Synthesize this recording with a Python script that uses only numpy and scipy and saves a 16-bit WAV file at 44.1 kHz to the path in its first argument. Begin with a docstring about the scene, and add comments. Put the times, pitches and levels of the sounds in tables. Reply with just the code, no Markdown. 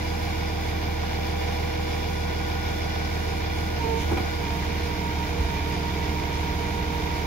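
"""A forklift's six-cylinder diesel idles at about 785 rpm beside a warehouse wall, raising the forks.
Firings drone in the exhaust and clatter in the block, the fan hisses and the hydraulic pump whines.
Near 4 s the mast picks up its next stage: the pump strains, the engine sags, oil spurts and steel clunks.
The load then stays higher and the engine slower, with two dull thuds near 5.4 s.
Sines make the drone, tones, whine, clunks and thuds; shaped noise makes the clatter, booms and hisses."""
import sys
import numpy as np
from scipy import signal
from scipy.fft import rfft, irfft
from scipy.io import wavfile
from scipy.ndimage import uniform_filter1d

SR = 44100
rng = np.random.default_rng(int(sys.argv[2]) if len(sys.argv) > 2 else 0)


def dump(signal):
    """Clip the signal to [-1, 1] and save it as 16-bit WAV at the path in sys.argv[1]."""
    limited = np.clip(np.atleast_2d(signal).T, -1, 1)
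    pcm = np.round(limited * 32767).astype(np.int16)
    wavfile.write(sys.argv[1], SR, pcm)


N = 320166
TIME = np.arange(N) / SR  # s
GRID_HZ = np.fft.rfftfreq(N, 1 / SR)

# crankshaft speed: it sags as the mast takes up its next stage, recovers, then settles lower
# (time [s], speed [rpm])
CRANK_SPEED = [(0.0, 790), (0.72, 785), (0.97, 788.7), (1.58, 790.2), (2.6, 785.7), (2.88, 785.4),
               (3.25, 780.7), (3.44, 778.7), (3.57, 785.0), (3.75, 788.5), (3.86, 737.6), (3.96, 738.6),
               (4.02, 752.8), (4.07, 788.4), (4.12, 791.4), (4.28, 783), (4.42, 770), (4.5, 749.6),
               (4.72, 770.0), (4.85, 771), (5.0, 764), (5.15, 758.7), (5.37, 769.8), (5.5, 758),
               (5.59, 752.6), (5.7, 761.5), (5.95, 760.7), (6.12, 764.5), (6.6, 764.5), (7.26, 763.2)]
# strength of the six exhaust pulses in one crank turn, two for each firing
# (light load [dB], full load [dB])
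EXHAUST_PULSES = [(1.5, 2), (2, 1.5), (-2.5, 3.5), (0, -6), (-1.5, -1), (0, 2)]
# engine tones (multiple of the four-stroke cycle rate, rounded in use [-], light load [dB],
# full load [dB], left minus right [dB], left lead [rad])
ENGINE_TONES = [(6, -38.5, -40.0, -8, 0.39), (9, -61, -51.0, -9, 0.4), (13, -55, -59, -1, 0.4),
                (15, -48, -47, 1, 0.4), (16, -46, -44, -4, 0.4), (18, -52.5, -43.5, -1, 0.49),
                (19, -59, -63, -2, 0.3), (21, -59, -48, -1, 0.2), (22, -50.5, -44, -5, 0.2),
                (24, -43.5, -44, -4, 0.3), (25, -50, -61, -2, 0.48), (26, -48, -50, 3, 0.47),
                (28, -46, -41.5, -1, 0.29), (29, -53, -53.5, -1, 0.45), (30, -48.5, -52.5, -1, 0.3),
                (32, -58.5, -53.0, -3, 0.3), (34, -55.5, -51, -2, 0.3), (36, -49.5, -49.0, -3, 0.2),
                (38, -65, -54.5, -3, 0.22), (42, -56, -48, -2, 0.3), (46, -57, -60, -4, 0.4),
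                (48, -42.5, -39.5, -4, 0.52), (53, -54.5, -59.0, -12, 0.34), (54, -71, -53.5, -4, 0.4),
                (56, -55, -53, -5, 0.3), (60, -54, -52.5, 0, 0.72), (66.3, -58, -47.5, -9, 0.8),
                (67.3, -55, -59, -11, 1.0), (68.36, -49, -52, -7, 1.2), (71.7, -57.0, -57, -4, 1.3),
                (75.96, -59, -51.5, -8, 3.3), (105, -66, -55, 14, 0.46), (108, -61, -57.0, 2, 0.1),
                (114, -54.0, -50.5, -1, 0.11), (119.5, -46.5, -65, -2, 0.36), (141, -69, -52.5, -19, 1.9),
                (147, -64.0, -47.5, -8, 1.3), (150.3, -47, -72.0, -14.5, 1.5), (154, -69, -50.5, -8, 0.91),
                (228.7, -48.5, -58.5, 3.5, 2.95)]
# boom of the bonnet and panels, before the strength of what drives it
# (frequency [Hz], light load [dB per Hz], full load [dB per Hz], left minus right [dB])
PANEL_BOOM = [(25, -88, -85, -3), (45, -68, -63, -5), (63.7, -61, -53.5, -1), (105, -65.5, -64, -1),
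              (127.96, -70.5, -67, -2), (190, -66.5, -59, -0.5), (240, -66, -66.5, -2),
              (357, -67.5, -65, -0.5), (471, -66.5, -61, -12.5), (535, -74.5, -75, 0)]
# ring of the engine block, before the strength of what drives it
# (frequency [Hz], level [dB per Hz], left minus right [dB])
BLOCK_RING = [(533, -72.5, -2), (610, -65.5, 10), (676, -65.5, 2), (850, -65, -2), (1020, -66, -6),
              (1340, -73.5, 0.5), (1410, -67.5, -2.5), (1700, -71, 6), (1910, -68.5, -11), (2345, -69, 2),
              (2550, -75, -2), (3420, -74.5, -6.5), (4300, -78, 1), (5320, -79, 3), (7200, -84, -2)]
# sharper resonances of covers and fuel lines
# (frequency [Hz], width [Hz], light load [dB over the block], full load [dB over the block])
COVER_RESONANCES = [(2364, 305, 5, 3.4), (2853, 78, 7, 4.5), (3140, 110, -2, 2.1), (3680, 90, 5, 5.5),
                    (4184, 92, 7, 4)]
# loose guards that chatter with the engine
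# (frequency [Hz], half width [Hz], light load [dB per Hz], full load [dB per Hz])
LOOSE_GUARDS = [(3427, 134, -72.5, -78), (4860, 150, -75.5, -78.5), (5470, 280, -80, -83)]
# the pump's harmonics slide through resonances of the oil lines as the speed changes
# (speed [rpm], first harmonic [dB], second [dB], third [dB])
OIL_LINE_RESPONSE = [(742.5, -30.5, -34, -57), (752, -43, -36.5, -58), (759, -41, -38, -58),
                     (764.5, -39, -38, -56), (769, -35.5, -43, -54), (776, -38, -47, -48),
                     (782, -36.5, -50, -46.5), (794, -36, -48, -47.5)]
# wall echoes shift each pump harmonic between the ears as its pitch sags; one row a harmonic
# (left minus right at light load [dB], at full load [dB], left lead at light load [rad], at full load [rad])
PUMP_STEREO = [(-0.5, -14.5, 2.59, 1.53), (-3, -9.5, 1.7, 1.55), (8.5, 9, 2.58, 2)]
# the whine's harmonics fade and swell
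# (time [s], half length [s], first harmonic [dB], second [dB], third [dB])
WHINE_SWELLS = [(.6, 1.2, -.5, 0, -5), (1.6, .6, 2, 1, -1), (3.845, .025, 0, 3, 0), (3.91, .05, 1.5, 0, 0),
                (4.51, .05, 0, 2, 0), (4.62, .05, -2, -5, 0), (5.36, .04, 0, -3, 0), (6.04, 0.1, 0, -2, 0),
                (6.85, .1, 0, 2, 0)]
# blows in the mast (time [s], level [dB], brightness [dB per octave])
MAST_BLOWS = [(4.114, -20, -3.5), (4.1227, -26, 0), (4.1342, -31, -4), (4.166, -30, -10), (4.171, -33, 7),
              (4.176, -26, 2.5), (4.180, -32, 5), (4.2, -26.5, -5)]
# modes of the mast, each slightly detuned at every blow
# (frequency [Hz], level added to the blow [dB], time to decay 60 dB [s])
MAST_MODES = [(120, -15, 0.12), (236, -9.5, 0.071), (296, -4.5, 0.076), (345, -3.5, 0.11), (424, -7.5, 0.1),
              (577, -11, 0.037), (680, -5.5, .04), (770, -1.5, 0.063), (967, -4.5, 0.033), (1250, -14, .05),
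              (1444, -14, 0.05), (1960, -19, .04), (2260, -9, 0.042), (2390, -10.5, .04), (2880, -22, .04),
              (3220, -22, .04), (4000, -24, .03)]
# spurt of oil through the valve at the pressure peak (frequency [Hz], level [dB per Hz])
OIL_SPURT = [(3000, -68), (4500, -86), (6500, -75.5), (8200, -93), (10000, -87), (15000, -92)]
# dull low thuds (time [s], level [dB], frequency [Hz])
LOW_THUDS = [(5.392, -21, 66), (5.428, -19.5, 55)]
# hiss of fan and oil (frequency [Hz], level [dB per Hz], left minus right [dB])
FAN_OIL_HISS = [(6700, -81.5, 6), (7500, -92, 3), (7900, -115, -0.6), (8220, -91.5, 0),
                (10000, -91.5, -7.5), (11800, -92, -0.5), (13700, -88, 1), (15500, -90.8, 4.6)]
# likeness of the two ears' sound, direct and reflected together (frequency [Hz], correlation [-])
EAR_LIKENESS = [(150, 1), (340, 0.99), (520, -0.023), (740, 1), (1000, 0.33), (1300, -0.55), (1950, 0.092),
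                (2150, 0.45), (2400, 0.99), (2650, 0.095), (5000, -0.062), (15000, -0.015)]

CYLINDERS = 6
BEATS_PER_CYCLE = 12  # each cylinder beats twice a cycle: it fires, and its valves close
TICKS_PER_CYCLE = 30
PUMP_TEETH_PER_TURN = 37
# the governor lets the speed droop with load: speed with the forks alone, and its loss with the mast stage too
LIGHT_RPM, DROOP_RPM = 780, 16
# load never leaves this range (0 = forks alone, 1 = forks and mast stage)
LEAST_LOAD, MOST_LOAD = 0.029, 0.93
DRONE_LOAD_DB = -1.5  # added to the drone at full load, on top of the pulse strengths
# the exhaust surges a moment after the governor feeds fuel to regain speed
SURGE_DB_PER_RPM_PER_S, SURGE_LAG_S = 0.0105, 0.075
SPURT_S, SPURT_ATTACK_S, SPURT_RELEASE_S = 4.015, .03, .05
TOP_HZ = 15700


def undb(db):
    """Decibels to gain."""
    return 10 ** (np.asarray(db) / 20)


def blend(light, full, load):
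    """Slide from the light-load value to the full-load value."""
    return light + load * (full - light)


def decay(age, t60):
    """Fading that falls 60 dB in t60 seconds."""
    return np.exp(-np.log(1000) * age / t60)


def curves(table):
    """Each column of a table in time, one value a sample."""
    s, *columns = np.transpose(table)
    return [np.interp(TIME, s, c) for c in columns]


def spectra(table):
    """Each column of a table on the FFT grid, straight on a log-frequency axis."""
    hz, *columns = np.transpose(table)
    grid = np.log(np.maximum(GRID_HZ, 1))
    return [np.interp(grid, np.log(hz), c) for c in columns]


def walk(rate):
    """Smooth random wander with a standard deviation of 1, taking `rate` steps a second."""
    k = int(SR / rate)
    steps = np.repeat(rng.standard_normal(N // k + 1), k)
    smooth = uniform_filter1d(uniform_filter1d(steps, k), k)[:N]
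    return smooth / smooth.std()


def pan(db):
    """Left and right gains, db apart, that keep the total power the same."""
    gains = undb(np.array([[.5], [-.5]]) * db)
    return gains / np.sqrt(np.mean(gains ** 2, axis=0))


def radiate(pair, db, pan_db, low_hz, high_hz):
    """Give two unrelated white signals a spectrum between two edges and spread them over the ears."""
    hz = np.maximum(GRID_HZ, 1)
    edges = ((1 + (low_hz / hz) ** 20) * (1 + (hz / high_hz) ** 20)) ** -.5
    alike = np.clip(spectra(EAR_LIKENESS)[0], -.99, .99)
    mid, side = rfft(pair) * np.sqrt([(1 + alike) / 2, (1 - alike) / 2])
    ears = np.array([mid + side, mid - side])
    return irfft(ears * pan(pan_db) * edges * undb(db), N) * np.sqrt(SR / 2)


def governor(rpm):
    """Load on the engine, told by how far its speed has drooped."""
    return np.clip((LIGHT_RPM - rpm) / DROOP_RPM, LEAST_LOAD, MOST_LOAD)


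def surge(rpm, smooth_s=0.11):
    """Extra exhaust level in dB while the engine pulls its speed back up."""
    gaining = np.maximum(np.gradient(rpm, TIME), 0)
    gaining = uniform_filter1d(gaining, max(int(smooth_s * SR), 1))
    return SURGE_DB_PER_RPM_PER_S * np.interp(TIME - SURGE_LAG_S, TIME, gaining)


def exhaust(cycle, rpm, load, drone_db=-30.2, pan_db=-2.5, lead=0.41, swing=0.13, lag_turns=0.081,
            wander=.03, waver_db=0.04):
    """The drone at twice the firing rate throbs once a turn: unequal pulses swing the crank after each push."""
    light_db, full_db = np.transpose(EXHAUST_PULSES)
    places = np.arange(len(light_db)) / len(light_db)
    turns = 2 * cycle

    def stroke_db(position):
        """Pulse strength at a place in the turn, smoothed over 10 ms."""
        light, full = (np.interp(position, places, db, period=1) for db in (light_db, full_db))
        return uniform_filter1d(blend(light, full, load), SR // 100)

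    phase = 2 * np.pi * BEATS_PER_CYCLE * cycle
    phase = phase + swing * stroke_db(turns - lag_turns) + wander * walk(9.9)
    db = drone_db + stroke_db(turns) + DRONE_LOAD_DB * load + surge(rpm) + waver_db * walk(6.6)
    return np.sqrt(2) * undb(db) * pan(pan_db) * np.sin(phase + np.array([[lead], [0]]))


def overtones(cycle, load, waver_db=0.85, phase_waver=0.11, waver_per_multiple=.013):
    """Out-of-step engine tones blend into a hum; high ones waver more, multiples of the firing rate less."""
    out = 0
    for multiple, light_db, full_db, pan_db, lead in ENGINE_TONES:
        multiple = round(multiple)
        unsteady = (.4 if multiple % CYLINDERS == 0 else 1) + waver_per_multiple * multiple
        phase = 2 * np.pi * (multiple * cycle + rng.random()) + unsteady * phase_waver * walk(12)
        db = blend(light_db, full_db, load) + unsteady * waver_db * walk(7)
        out = out + np.sqrt(2) * undb(db) * pan(pan_db) * np.sin(phase + np.array([[lead], [0]]))
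    return out


def knocks(cycle, t60, scatter_db, jitter_s):
    """Each firing and valve closing strikes its own dense ring through bay and yard, repeated each cycle."""
    beat = np.arange(int(cycle[-1] * BEATS_PER_CYCLE))
    chance = rng.standard_normal((1000, 2))[beat]  # each beat's own lateness and loudness
    when = np.interp(beat / BEATS_PER_CYCLE, cycle, TIME) + jitter_s * chance[:, 0]
    at = np.clip(np.round(when * SR).astype(int), 0, N - 1)
    age = TIME[:SR // 4]
    rings = rng.standard_normal((BEATS_PER_CYCLE, 2, len(age))) * decay(age, t60)
    out = np.zeros((2, N + len(age)))
    for k, start, size in zip(beat, at, undb(scatter_db * chance[:, 1])):
        out[:, start:start + len(age)] += size * rings[k % BEATS_PER_CYCLE]
    return out[:, :N] / out[:, :N].std()


def ticks(cycle, t60=0.02, uneven_db=2.0, scatter_db=1.2, jitter_s=6e-5):
    """Tappets and injectors tick sharply, each at its own uneven place in the cycle and with its own strength."""
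    age = TIME[:SR // 25]
    out = np.zeros((2, N + len(age)))
    for k in range(TICKS_PER_CYCLE):
        places = np.arange((k + rng.random()) / TICKS_PER_CYCLE, cycle[-1])
        strength = undb(uneven_db * (2 * rng.random() - 1))
        ring = strength * rng.standard_normal((2, len(age))) * decay(age, t60)
        chance = rng.standard_normal((100, 2))
        for s, (late, loud) in zip(np.interp(places, cycle, TIME), chance):
            start = int(np.clip((s + jitter_s * late) * SR, 0, N - 1))
            out[:, start:start + len(age)] += undb(scatter_db * loud) * ring
    return out[:, :N] / out[:, :N].std()


def rush(cycle, beat_db, lope_db, flicker_db):
    """Turbulence that swells with each beat and once more with each firing."""
    beat = 2 * np.pi * BEATS_PER_CYCLE * cycle
    swell_db = beat_db * np.cos(beat) + lope_db * np.cos(beat / 2) + flicker_db * walk(25)
    noise = rng.standard_normal((2, N)) * undb(swell_db)
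    return noise / noise.std()


def clatter(cycle, load, knock_db=-5, rush_db=-7, tick_db=-8.5, load_db=1.5):
    """Diesel knock and valve gear ring the block and its covers."""
    drive = undb(knock_db) * knocks(cycle, t60=0.2, scatter_db=1.5, jitter_s=5e-5)
    drive = drive + undb(rush_db) * rush(cycle, beat_db=-0.9, lope_db=-0.8, flicker_db=0.7)
    drive = drive + undb(tick_db) * ticks(cycle)
    block_db, pan_db = spectra(BLOCK_RING)
    hz, width, light_db, full_db = np.transpose(COVER_RESONANCES)
    bells = 1 / (1 + (2 * (GRID_HZ[:, None] - hz) / width) ** 2)
    light, full = (radiate(drive, block_db + bells @ db, pan_db, low_hz=540, high_hz=6500)
                   for db in (light_db, full_db))
    return blend(light, undb(load_db) * full, load)


def panels(cycle, load, knock_db=-7.0, rush_db=-0.5):
    """Bonnet and panels boom with the firings, more deeply under load."""
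    drive = undb(knock_db) * knocks(cycle, t60=0.071, scatter_db=-1.5, jitter_s=1e-4)
    drive = drive + undb(rush_db) * rush(cycle, beat_db=-0.5, lope_db=2, flicker_db=0.3)
    light_db, full_db, pan_db = spectra(PANEL_BOOM)
    light, full = (radiate(drive, db, pan_db, low_hz=24, high_hz=543) for db in (light_db, full_db))
    return blend(light, full, load)


def rattle(cycle, load, scatter_db=2, waver_db=1.4):
    """Loose guards chatter unevenly at each beat, each coming and going on its own; load presses them tight."""
    drive = knocks(cycle, t60=0.2, scatter_db=scatter_db, jitter_s=4e-5)
    out = 0
    for hz, width, light_db, full_db in LOOSE_GUARDS:
        bell_db = -20 * np.log10(1 + ((GRID_HZ - hz) / width) ** 2)
        ring = radiate(drive, bell_db, 0, low_hz=2500, high_hz=7000)
        out = out + ring * undb(blend(light_db, full_db, load) + waver_db * walk(4.95))
    return out


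def pump(cycle, rpm, load, twist=0.13, wander=0.04, flutter_db=.5, drift_db=.5, shudder_db=0.35):
    """Pump teeth whine through oil-line resonances and shudder under load; uneven turning adds sidebands."""
    crank = 2 * np.pi * 2 * cycle
    tooth = PUMP_TEETH_PER_TURN * crank + twist * np.sin(crank) + wander * walk(22)
    speeds, *responses = np.transpose(OIL_LINE_RESPONSE)
    out = 0
    for k, (response_db, arrival) in enumerate(zip(responses, PUMP_STEREO), 1):
        light_pan, full_pan, light_lead, full_lead = arrival
        pan_db = blend(light_pan, full_pan, load)
        lead = blend(light_lead, full_lead, load)
        db = np.interp(rpm, speeds, response_db)
        # higher harmonics are less steady
        db = db + flutter_db * np.sqrt(k) * walk(30) + drift_db * (k - 1) ** 2 * walk(6.2)
        db = db + shudder_db * load * walk(16)
        for s, length, *dbs in WHINE_SWELLS:
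            db = db + dbs[k - 1] * np.exp(-((TIME - s) / length) ** 2)
        wave = np.sin(k * tooth + np.array([[.5], [-.5]]) * lead)
        out = out + np.sqrt(2) * undb(db) * pan(pan_db) * wave
    return out


def mast(spread=0.63, detune=0.0087, contact_s=0.0012, echo_db=-7, echo_t60=0.33, grind=0.46, grind_hz=500):
    """Steel stages knock and ring the mast's modes, grinding as they touch; wall and yard roughen the decay."""
    out = np.zeros((2, N))
    hz, db, t60 = np.transpose(MAST_MODES)[:, :, None]
    age = TIME[:SR // 2]
    for s, blow_db, tilt_db in MAST_BLOWS:
        chance = rng.standard_normal((3, len(hz), 1))  # left phase, right phase, tuning
        size = undb(blow_db + db + tilt_db * np.log2(hz / 500)) * decay(age, t60)
        phase = 2 * np.pi * hz * (1 + detune * chance[2]) * age
        phase = phase + spread * chance[:2] * np.minimum(hz / 1000, 1)
        rough = uniform_filter1d(rng.standard_normal(size.shape), int(SR / grind_hz), axis=1)
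        size = size * (1 + grind * rough / rough.std())
        onset = 1 - np.exp(-age / contact_s)
        start = int(s * SR)
        out[:, start:start + len(age)] += np.sum(size * np.sin(phase), axis=1) * onset
    yard = rng.standard_normal((2, len(age))) * decay(age, echo_t60)
    yard = yard / np.sqrt(np.sum(yard ** 2, axis=1, keepdims=True))
    echo = signal.oaconvolve(out, yard, axes=1)[:, :N]
    return (out + undb(echo_db) * echo) * pan(-1.8)


def spurt():
    """Oil rushes through the valve for a moment before the stage moves."""
    age = TIME - SPURT_S
    swell = np.exp(np.minimum(age / SPURT_ATTACK_S, -age / SPURT_RELEASE_S))
    noise = rng.standard_normal((2, N))
    return swell * radiate(noise, spectra(OIL_SPURT)[0], 0, low_hz=2808, high_hz=16000)


def thuds(swell_s=0.01):
    """Soft low bumps that swell and die within a few cycles."""
    out = 0
    for s, db, hz in LOW_THUDS:
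        age = np.maximum(TIME - s, 0)
        swell = age / swell_s * np.exp(1 - age / swell_s)
        out = out + undb(db) * swell * np.sin(2 * np.pi * hz * age)
    return out * pan(-2.5)


def hiss(cycle, load, load_db=0.1, split_hz=11500):
    """Fan air hisses, and above it oil sizzles with a flicker of its own."""
    air = rush(cycle, beat_db=.5, lope_db=.5, flicker_db=1.06)
    air = radiate(air, *spectra(FAN_OIL_HISS), low_hz=6600, high_hz=split_hz)
    oil = rush(cycle, beat_db=0.8, lope_db=0.5, flicker_db=1.0)
    oil = radiate(oil, *spectra(FAN_OIL_HISS), low_hz=split_hz, high_hz=19000)
    return (air + oil) * undb(load_db * load)


def scene():
    """Engine and pump turn with the crank, two turns to a four-stroke cycle; the mast's sounds are timed."""
    rpm, = curves(CRANK_SPEED)
    cycle = np.cumsum(rpm) / (2 * 60 * SR)  # four-stroke cycles since the start
    load = governor(rpm)
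    engine = exhaust(cycle, rpm, load) + overtones(cycle, load)
    engine = engine + clatter(cycle, load) + panels(cycle, load) + rattle(cycle, load)
    lift = pump(cycle, rpm, load) + mast() + spurt() + thuds()
    return engine + lift + hiss(cycle, load)


def record(dry, low_hz=30):
    """The microphone drops the deepest rumble and its top is cut steeply."""
    dry = signal.sosfilt(signal.butter(6, low_hz, "high", fs=SR, output="sos"), dry)
    return signal.sosfilt(signal.ellip(12, .1, 80, TOP_HZ, fs=SR, output="sos"), dry)


dry = scene()
out = record(dry)
dump(out)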